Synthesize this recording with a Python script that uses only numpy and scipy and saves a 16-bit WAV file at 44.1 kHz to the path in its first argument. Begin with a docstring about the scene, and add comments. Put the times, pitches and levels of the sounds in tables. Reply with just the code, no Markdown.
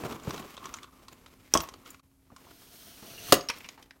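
"""A suitcase's telescoping handle slides up with a growing friction hiss, locks with a loud clack that
rings its frame, and rattles in its tubes. Before that, hands rub and bump the soft case, small fittings
tick, and the carrying strap drags and snaps back onto the shell. Blows are decaying bursts of coloured
noise, rubbing is grainy noise. Heard close by in a carpeted bedroom with a faint appliance hum."""
import sys
import numpy as np
from scipy import signal
from scipy.fft import rfft, irfft
from scipy.io import wavfile

SR = 44100
rng = np.random.default_rng(int(sys.argv[2]) if len(sys.argv) > 2 else 0)


def transcribe(signal):
    """Save signal, clipped to [-1, 1], as a 16-bit WAV file at the path in sys.argv[1]."""
    frames = np.atleast_2d(signal).T
    limited = np.clip(frames, -1, 1)
    pcm = np.round(limited * 32767).astype(np.int16)
    wavfile.write(sys.argv[1], SR, pcm)


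N = 176400
TIME = np.arange(N) / SR
BLOW_ATTACK_S = 0.00055


def amp(db):
    """Decibels to gain."""
    return 10 ** (np.asarray(db) / 20)


def unit(x):
    """Scale to rms 1."""
    return x / np.sqrt(np.mean(x ** 2) + 1e-20)


def at_hz(points, hz):
    """Interpolate a table on a log-frequency axis."""
    points_hz, values = np.transpose(points)
    return np.interp(np.log(hz + 1), np.log(points_hz + 1), values)


def envelopes(table):
    """Gain over time for each dB column."""
    times_s, *columns_db = np.transpose(table)
    return [amp(np.interp(TIME, times_s, db)) for db in columns_db]


def add(mix, start_s, sound):
    """Mix a sound in at start_s."""
    part = mix[max(round(start_s * SR), 0):][:len(sound)]
    part += sound[:len(part)]


def decay(t, t60_s):
    """Exponential fall of 60 dB in t60_s."""
    return np.exp(-np.log(1000) * t / t60_s)


def drift(cutoff_hz):
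    """Low-passed random wander, rms 1."""
    lowpass = np.exp(-(np.fft.rfftfreq(N, 1 / SR) / cutoff_hz) ** 2)
    return unit(irfft(rfft(rng.standard_normal(N)) * lowpass, N))


def colour(x, spectrum, tilt_db_oct=0, peaks=(), size=4096):
    """Minimum-phase filter of unit energy: spectrum, tilt and peaks set the shape only."""
    hz = abs(np.fft.fftfreq(size, 1 / SR))
    db = at_hz(spectrum, hz) + tilt_db_oct * np.log2(np.maximum(hz, 100) / 1000)
    for peak_hz, width_hz, height_db in peaks:
        db += height_db / (1 + (2 * (hz - peak_hz) / width_hz) ** 2)
    response = np.exp(np.conj(signal.hilbert(np.log(amp(db)))))
    taps = np.fft.ifft(response).real[:size // 2]
    return signal.fftconvolve(x, taps / np.linalg.norm(taps))[:len(x)]


def resonate(x, hz, width_hz):
    """Steep resonance at a fixed or gliding pitch, rms 1."""
    carrier = np.exp(2j * np.pi * np.cumsum(hz * np.ones(len(x))) / SR)
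    pole = np.exp(-np.pi * width_hz / SR)
    baseband = signal.lfilter([1], np.poly([pole, pole]), x / carrier)
    return unit((carrier * baseband).real)


def blows(table, spectrum, body_db, body_t60_s, peaks=(), attack_s=BLOW_ATTACK_S, size=16384):
    """Impacts: a fast-dying cloud of dense resonances plus a weaker body ring."""
    out, t = np.zeros(N), np.arange(size) / SR
    for start_s, db, tilt_db_oct, t60_s in table:
        shape = np.minimum(t / attack_s, 1) * (decay(t, t60_s) + amp(body_db) * decay(t, body_t60_s))
        blow = colour(shape * rng.choice([-1, 1], size), spectrum, tilt_db_oct, peaks)
        add(out, start_s, amp(db) * blow * np.linalg.norm(shape) / np.linalg.norm(blow))
    return out


def ringing(table, modes):
    """Damped modes struck by each blow, scaled relative to the strongest blow."""
    out, t = np.zeros(N), np.arange(SR) / SR
    top_db = max(row[1] for row in table)
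    attack = np.minimum(t / BLOW_ATTACK_S, 1)
    for start_s, db, *_ in table:
        ring = sum(amp(mode_db) * decay(t, t60_s) * np.sin(2 * np.pi * (hz * t + rng.random()))
                   for hz, mode_db, t60_s in modes)
        add(out, start_s, amp(db - top_db) * attack * ring)
    return out


def friction(grain_share, grains_per_s=1100, spread_db=1.5):
    """Smooth rubbing noise plus tiny catches of uneven size."""
    grains = (rng.random(N) < grains_per_s / SR) * rng.standard_normal(N)
    grains *= amp(spread_db * np.minimum(rng.exponential(1, N), 3))
    return np.sqrt(grain_share) * unit(grains) + np.sqrt(1 - grain_share) * rng.standard_normal(N)


# room air (frequency [Hz], relative level [dB])
AIR_SPECTRUM = [(20, -12.5), (45, 7), (90, 3.5), (160, -2.5), (330, -11.5), (550, -16.5), (1000, -20.5),
                (2000, -30.5), (9500, -24), (12500, -21.5), (16000, -36.5)]


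def background(air_db=-63, hum_db=-66, hum_hz=263.5, waver_hz=3.9):
    """Quiet room air and a wavering appliance hum."""
    pitch_hz = hum_hz + waver_hz * drift(cutoff_hz=2.5)
    hum = unit(np.sin(2 * np.pi * np.cumsum(pitch_hz) / SR))
    return amp(air_db) * colour(rng.standard_normal(N), AIR_SPECTRUM) + amp(hum_db) * hum


# bedroom decay (frequency [Hz], t60 [s])
ROOM_DECAY = [(100, 0.3), (500, 0.3), (2000, 0.28), (6000, 0.17), (15000, 0.14)]


def reverb(x, level_db=-18, build_s=0.021, size=256):
    """Short diffuse tail, each band dying at its own rate."""
    hz, t, bands = signal.stft(rng.standard_normal(SR), SR, nperseg=size)
    bands = bands * decay(t, at_hz(ROOM_DECAY, hz)[:, None])
    tail = signal.istft(bands, SR, nperseg=size)[1]
    tail *= np.minimum(np.arange(len(tail)) / SR / build_s, 1)
    return amp(level_db) * signal.fftconvolve(x, tail / np.linalg.norm(tail))[:N]


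# rubbing (time [s], hiss level [dB], body level [dB])
CLOTH_LEVELS = [(0, -50.5, -44.5), (.055, -47, -37.5), (.095, -55.5, -46.5), (.27, -54.5, -49.5),
                (.33, -50, -45), (.44, -54.5, -47.5), (.51, -46.5, -52), (.57, -63, -62.5),
                (.66, -49.5, -46.5), (.76, -58, -56), (.89, -68.5, -65.5), (1.13, -62, -60),
                (1.42, -68, -67.5), (1.53, -59.5, -64.5), (1.62, -52.5, -60), (1.76, -67, -60),
                (1.89, -57, -61), (2.02, -75.5, -74), (2.25, -72.5, -71), (2.47, -58, -54.5),
                (2.53, -64.5, -63.5), (3.4, -54.5, -59.5), (3.65, -51, -53.5), (3.87, -66, -63.5),
                (4, -73, -67.5)]
# bumps on the case: hands and flaps, then thuds as the handle slides and locks (time [s], level [dB], tilt
# [dB/oct], t60 [s])
BUMP_HITS = [(.036, -26, 4, 0.02), (.049, -34, 5, 0.16), (.271, -27, 2.5, 0.11), (1.556, -30, 0.5, 0.071),
             (1.585, -39, -5.5, 0.18), (2.317, -43, 2.5, 0.089), (3.025, -43.5, 4.5, 0.26),
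             (3.135, -43.5, 5.5, 0.097), (3.326, -27.5, 2, 0.15)]
# spectra (frequency [Hz], relative level [dB])
CLOTH_HISS_SPECTRUM = [(300, -37.5), (1200, -1.5), (2200, 4.5), (4000, -1.5), (7000, -4.5), (10000, -10.5),
                       (13000, -5.5), (16000, -10)]
CLOTH_BODY_SPECTRUM = [(20, -14), (100, -3.5), (220, 3.5), (380, 2.5), (560, -3.5), (820, -4), (1120, -4),
                       (1400, -10.5), (1800, -29), (6000, -37.5), (16000, -67)]
BUMP_SPECTRUM = [(30, -8.5), (70, 2), (200, -2.5), (400, -8), (1000, -23), (3000, -44.5), (16000, -70)]


def cloth(flutter_db=3.0):
    """Hand and sleeve rub the fabric shell; hands, flaps and the moving handle bump it."""
    hiss_gain, body_gain = envelopes(CLOTH_LEVELS)
    rub = friction(grain_share=0.4) * amp(flutter_db * drift(cutoff_hz=35))
    rustle = hiss_gain * colour(rub, CLOTH_HISS_SPECTRUM) + body_gain * colour(rub, CLOTH_BODY_SPECTRUM)
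    return rustle + blows(BUMP_HITS, BUMP_SPECTRUM, body_db=-24.5, body_t60_s=0.2)


# fittings on the shell (time [s], level [dB], tilt [dB/oct], pitch [Hz])
TICK_HITS = [(0.0642, -39, 0.5, 2500), (0.111, -41, 0, 2670), (0.125, -36, -1, 3870),
             (0.158, -42, -2, 2430), (0.197, -46, 1, 3240), (0.3067, -29, -1, 5800),
             (0.3428, -31, -4, 6000), (0.362, -41.5, 1, 4350), (.378, -36, -1.5, 3740),
             (.399, -48, 13, 7240), (0.425, -41, -3, 3280), (0.5672, -40, 0.5, 3430),
             (0.5764, -36.5, -3, 3700), (0.642, -39.5, 0, 1230), (0.6556, -32.5, 0, 6040),
             (.6684, -38, -3, 3970), (0.7397, -30, 0.5, 6200), (0.7859, -41.5, -0.5, 2090),
             (0.8307, -39.5, 2.5, 3500), (0.842, -40.5, -3, 4170), (1.0826, -40, 1.5, 4280),
             (1.261, -44, -1, 3870), (1.6036, -28.5, 2.5, 6000), (1.6876, -35.5, 0, 5860),
             (1.738, -40.5, -1, 4420), (1.86, -43, -0.5, 3330), (1.9041, -35, 21.5, 7250),
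             (1.9447, -44.5, -0.5, 2420), (1.9949, -51.5, -2, 3950), (2.3022, -46, -7.5, 1336),
             (2.363, -38.5, 2.5, 1180), (3.283, -38, -5.5, 1150), (2.468, -43.5, -7, 1120)]
# tick spectrum (frequency [Hz], relative level [dB])
TICK_SPECTRUM = [(60, -23), (350, -9), (800, -8.5), (1100, 4.5), (1380, 1), (1650, -10), (3200, -5.5),
                 (4500, -10.5), (6200, -9.5), (9000, -17), (16000, -31)]


def fittings(t60_s=0.029, width_hz=780, peak_db=9.5):
    """Zip pulls and buckles tick on the shell, each with its own resonance."""
    return sum(blows([(start_s, db, tilt_db_oct, t60_s)], TICK_SPECTRUM, body_db=-22, body_t60_s=0.11,
                     peaks=[(hz, width_hz, peak_db)])
               for start_s, db, tilt_db_oct, hz in TICK_HITS)


# zip pull chinks (time [s], level [dB])
CHINK_HITS = [(0.151, -50), (0.234, -46.5), (0.767, -46), (1.129, -55), (1.904, -46)]


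def zip_pull(pitch_hz=7000, t60_s=0.037):
    """A dangling zip pull chinks in one narrow, high band."""
    out, t = np.zeros(N), np.arange(SR) / SR
    for start_s, db in CHINK_HITS:
        ring = resonate(rng.standard_normal(SR), pitch_hz, width_hz=540)
        add(out, start_s, amp(db) * decay(t, t60_s) * ring)
    return out


# strap and tube squeaks (time [s], length [s], pitch [Hz], level [dB])
SQUEAK_TONES = [(1.612, 0.033, 12120, -44.5), (1.614, 0.014, 15400, -43), (3.175, 0.023, 2720, -40.5)]


def squeaks(waver_hz=110):
    """Brief stick-slip gives a wavering tone."""
    out = np.zeros(N)
    for start_s, length_s, hz, db in SQUEAK_TONES:
        n = int(length_s * SR)
        pitch_hz = hz + waver_hz * drift(cutoff_hz=300)[:n]
        tone = np.sin(2 * np.pi * np.cumsum(pitch_hz) / SR)
        add(out, start_s, amp(db) * signal.get_window(("tukey", 0.5), n) * tone)
    return out


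# strap drag (time [s], level [dB])
SCRAPE_LEVELS = [(.5, -59.5), (.7, -52), (.92, -66.5), (1.5, -80), (1.66, -63.5), (1.78, -84), (1.88, -58),
                 (2.05, -96)]


def strap_scrape(catch_db=3):
    """The strap drags over the hollow shell in small catches."""
    gain = envelopes(SCRAPE_LEVELS)[0] * amp(catch_db * drift(cutoff_hz=45))
    return gain * resonate(friction(grain_share=0.5), hz=1146, width_hz=280)


# metal snaps, strap slaps (time [s], level [dB], tilt [dB/oct], t60 [s])
SNAP_HITS = [(1.5377, -8, 4.5, 0.017), (1.5735, -16, 2.2, 0.014)]
SLAP_HITS = [(1.5385, -24, -0.5, .035), (1.5516, -15, 0, 0.031), (1.634, -40, 4, 0.056)]
# spectra (frequency [Hz], relative level [dB])
SNAP_SPECTRUM = [(60, -25), (170, -10), (300, 5.5), (500, -9.5), (1100, -2.5), (2200, -15.5), (3100, -0.5),
                 (4200, -14.5), (6000, 3.5), (7200, -12), (8400, -10.5), (10000, -19.5), (16000, -28.5)]
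SLAP_SPECTRUM = [(60, -17), (200, -13.5), (380, -8), (660, -7.5), (850, -4.5), (1100, 0), (1400, -16.5),
                 (3000, -23.5), (6000, -32), (16000, -38.5)]
# case modes (frequency [Hz], level [dB], t60 [s])
CASE_MODES = [(323.5, -23, 0.081), (640, -13, 0.035), (1096, -23.5, 0.043), (1237, -32.5, 0.17),
              (3350, -35.5, .18)]


def strap_snap():
    """The strap's metal ends hit their stops; the strap slaps the case and rings it."""
    snaps = blows(SNAP_HITS, SNAP_SPECTRUM, body_db=-18.5, body_t60_s=0.11)
    slaps = blows(SLAP_HITS, SLAP_SPECTRUM, body_db=-13.5, body_t60_s=0.2)
    return snaps + slaps + ringing(SLAP_HITS, CASE_MODES)


# sliding tubes (time [s], hiss level [dB], ring gain [dB])
SLIDE_LEVELS = [(2.3, -78, -95), (2.4, -62, -73.5), (2.5, -56.5, -60), (2.68, -53, -64),
                (2.82, -48.5, -55.5), (2.97, -51, -57), (3.08, -47.5, -50.5), (3.2, -46.5, -47.5),
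                (3.315, -35, -41), (3.35, -63, -63), (3.45, -94.5, -95)]
# spectra (frequency [Hz], relative level [dB])
SLIDE_HISS_SPECTRUM = [(200, -3), (800, -5), (1500, 0.5), (2200, -9.5), (4300, -0.5), (6200, 1), (7500, -4),
                       (9300, 2), (10400, -4), (11500, 1.5), (16000, -0.5)]
HOLLOW_SPECTRUM = [(40, -3.5), (110, 6), (430, 2), (540, -7), (680, 8), (880, -18), (1400, -8),
                   (2300, -6.5), (3800, -3.5), (5600, -12), (7200, -16.5), (16000, -35)]
# tube resonances (start [Hz], end [Hz], width [Hz], relative level [dB])
TUBE_GLIDES = [(3220, 2800, 640, -6), (4200, 4300, 900, -7), (5300, 6000, 600, -7), (6250, 6440, 400, -12)]


def handle_slide(glide_span_s=(2.7, 3.22), flutter_db=1.0, chatter_db=2, swell_db=1.5):
    """The tubes hiss through their guides; their resonances glide and swell as they come out."""
    hiss_gain, ring_gain = envelopes(SLIDE_LEVELS)
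    flutter = amp(flutter_db * drift(cutoff_hz=30))
    hiss = flutter * colour(friction(grain_share=0.054), SLIDE_HISS_SPECTRUM)
    chatter = amp(chatter_db * drift(cutoff_hz=28.2))
    ring = chatter * colour(friction(grain_share=0.2), HOLLOW_SPECTRUM)
    for start_hz, end_hz, width_hz, db in TUBE_GLIDES:
        pitch_hz = np.interp(TIME, glide_span_s, [start_hz, end_hz])
        gain = amp(db + swell_db * drift(cutoff_hz=12))
        ring += gain * resonate(rng.standard_normal(N), pitch_hz, width_hz)
    return hiss_gain * hiss + ring_gain * ring


# handle rattles (time [s], level [dB], tilt [dB/oct], t60 [s], pitch [Hz])
RATTLE_HITS = [(3.409, -28.5, 2, 0.011, 4930), (3.487, -20, 2, 0.029, 5600),
               (3.4952, -24, -3.5, 0.046, 1050), (3.5, -17, -1, 0.017, 2470),
               (3.536, -43, -1.5, 0.067, 4120), (3.585, -37, 21, 0.023, 5530),
               (3.605, -39, -2, 0.031, 2480), (3.644, -39.5, -3.5, 0.088, 2570),
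               (3.688, -30.5, 0, 0.021, 6800), (3.776, -47.5, -4.5, 0.19, 900),
               (3.826, -43.5, 4.5, 0.028, 3030), (3.908, -39, -0.5, 0.026, 1730)]
# rattle spectrum (frequency [Hz], relative level [dB])
RATTLE_SPECTRUM = [(60, -21), (400, -14), (1000, -4), (1450, -5.5), (2000, 0.5), (3400, -4), (5600, -3.5),
                   (7200, -16.5), (10000, -16.5), (16000, -31)]


def handle_rattle(width_hz=620, peak_db=12):
    """The raised handle knocks about in its tubes, each knock with its own resonance."""
    return sum(blows([hit], RATTLE_SPECTRUM, body_db=-14, body_t60_s=0.086,
                     peaks=[(hz, width_hz, peak_db)])
               for *hit, hz in RATTLE_HITS)


# tubes on their stops (time [s], level [dB], tilt [dB/oct], t60 [s])
CLACK_HITS = [(3.3228, 0, -0.05, 0.039), (3.3295, -5, -1.2, 0.03), (3.34, -13, 4, 0.036)]
# clack spectrum (frequency [Hz], relative level [dB])
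CLACK_SPECTRUM = [(40, -29.5), (160, -16.5), (230, -1), (320, -3.5), (400, 2), (470, -8.5), (540, -0.5),
                  (730, -3), (880, -13.5), (1150, -6.5), (1550, -14.5), (1800, -5), (2200, -18.5),
                  (2800, -7), (3400, -14.5), (4600, -12), (6200, -14), (9000, -18.5), (16000, -20.5)]
# handle frame modes (frequency [Hz], level [dB], t60 [s])
FRAME_MODES = [(215, -20, 0.16), (282.4, -20.5, 0.13), (397, -12.5, 0.061), (541, -14, 0.06),
               (723.6, -15, 0.082), (1090, -38.5, 0.11), (1760, -33.5, 0.1), (2503, -26, 0.12),
               (2815, -20.5, 0.072), (3908, -49, 0.18), (6298, -43, .3), (6480, -39.5, .4),
               (6550, -33.5, 0.36)]


def handle_lock():
    """The two tubes hit their stops; the first blow rings the frame."""
    clacks = blows(CLACK_HITS, CLACK_SPECTRUM, body_db=-22, body_t60_s=0.17, attack_s=0.00084)
    return clacks + ringing(CLACK_HITS[:1], FRAME_MODES)


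def scene():
    """The suitcase in its room, mono."""
    case = cloth() + fittings() + zip_pull() + strap_scrape() + strap_snap()
    case += handle_slide() + squeaks() + handle_rattle() + handle_lock()
    return (case + reverb(case) + background())[None]


# level dip (time [s], gain [dB])
LEVEL_DIP = [(2.003, -0.5), (2.015, -18), (2.022, -20), (2.034, -4.5)]


def record(dry, cutoff_hz=16100):
    """The level dips briefly and returns a little lower; soft overload on the clack; low-pass."""
    dipped = dry * envelopes(LEVEL_DIP)[0]
    clipped = dipped / (1 + dipped ** 4) ** 0.25
    lowpass = signal.firwin(401, cutoff_hz, window=("kaiser", 8), fs=SR)
    return signal.oaconvolve(clipped, lowpass[None], "same")


dry = scene()
out = record(dry)
transcribe(out)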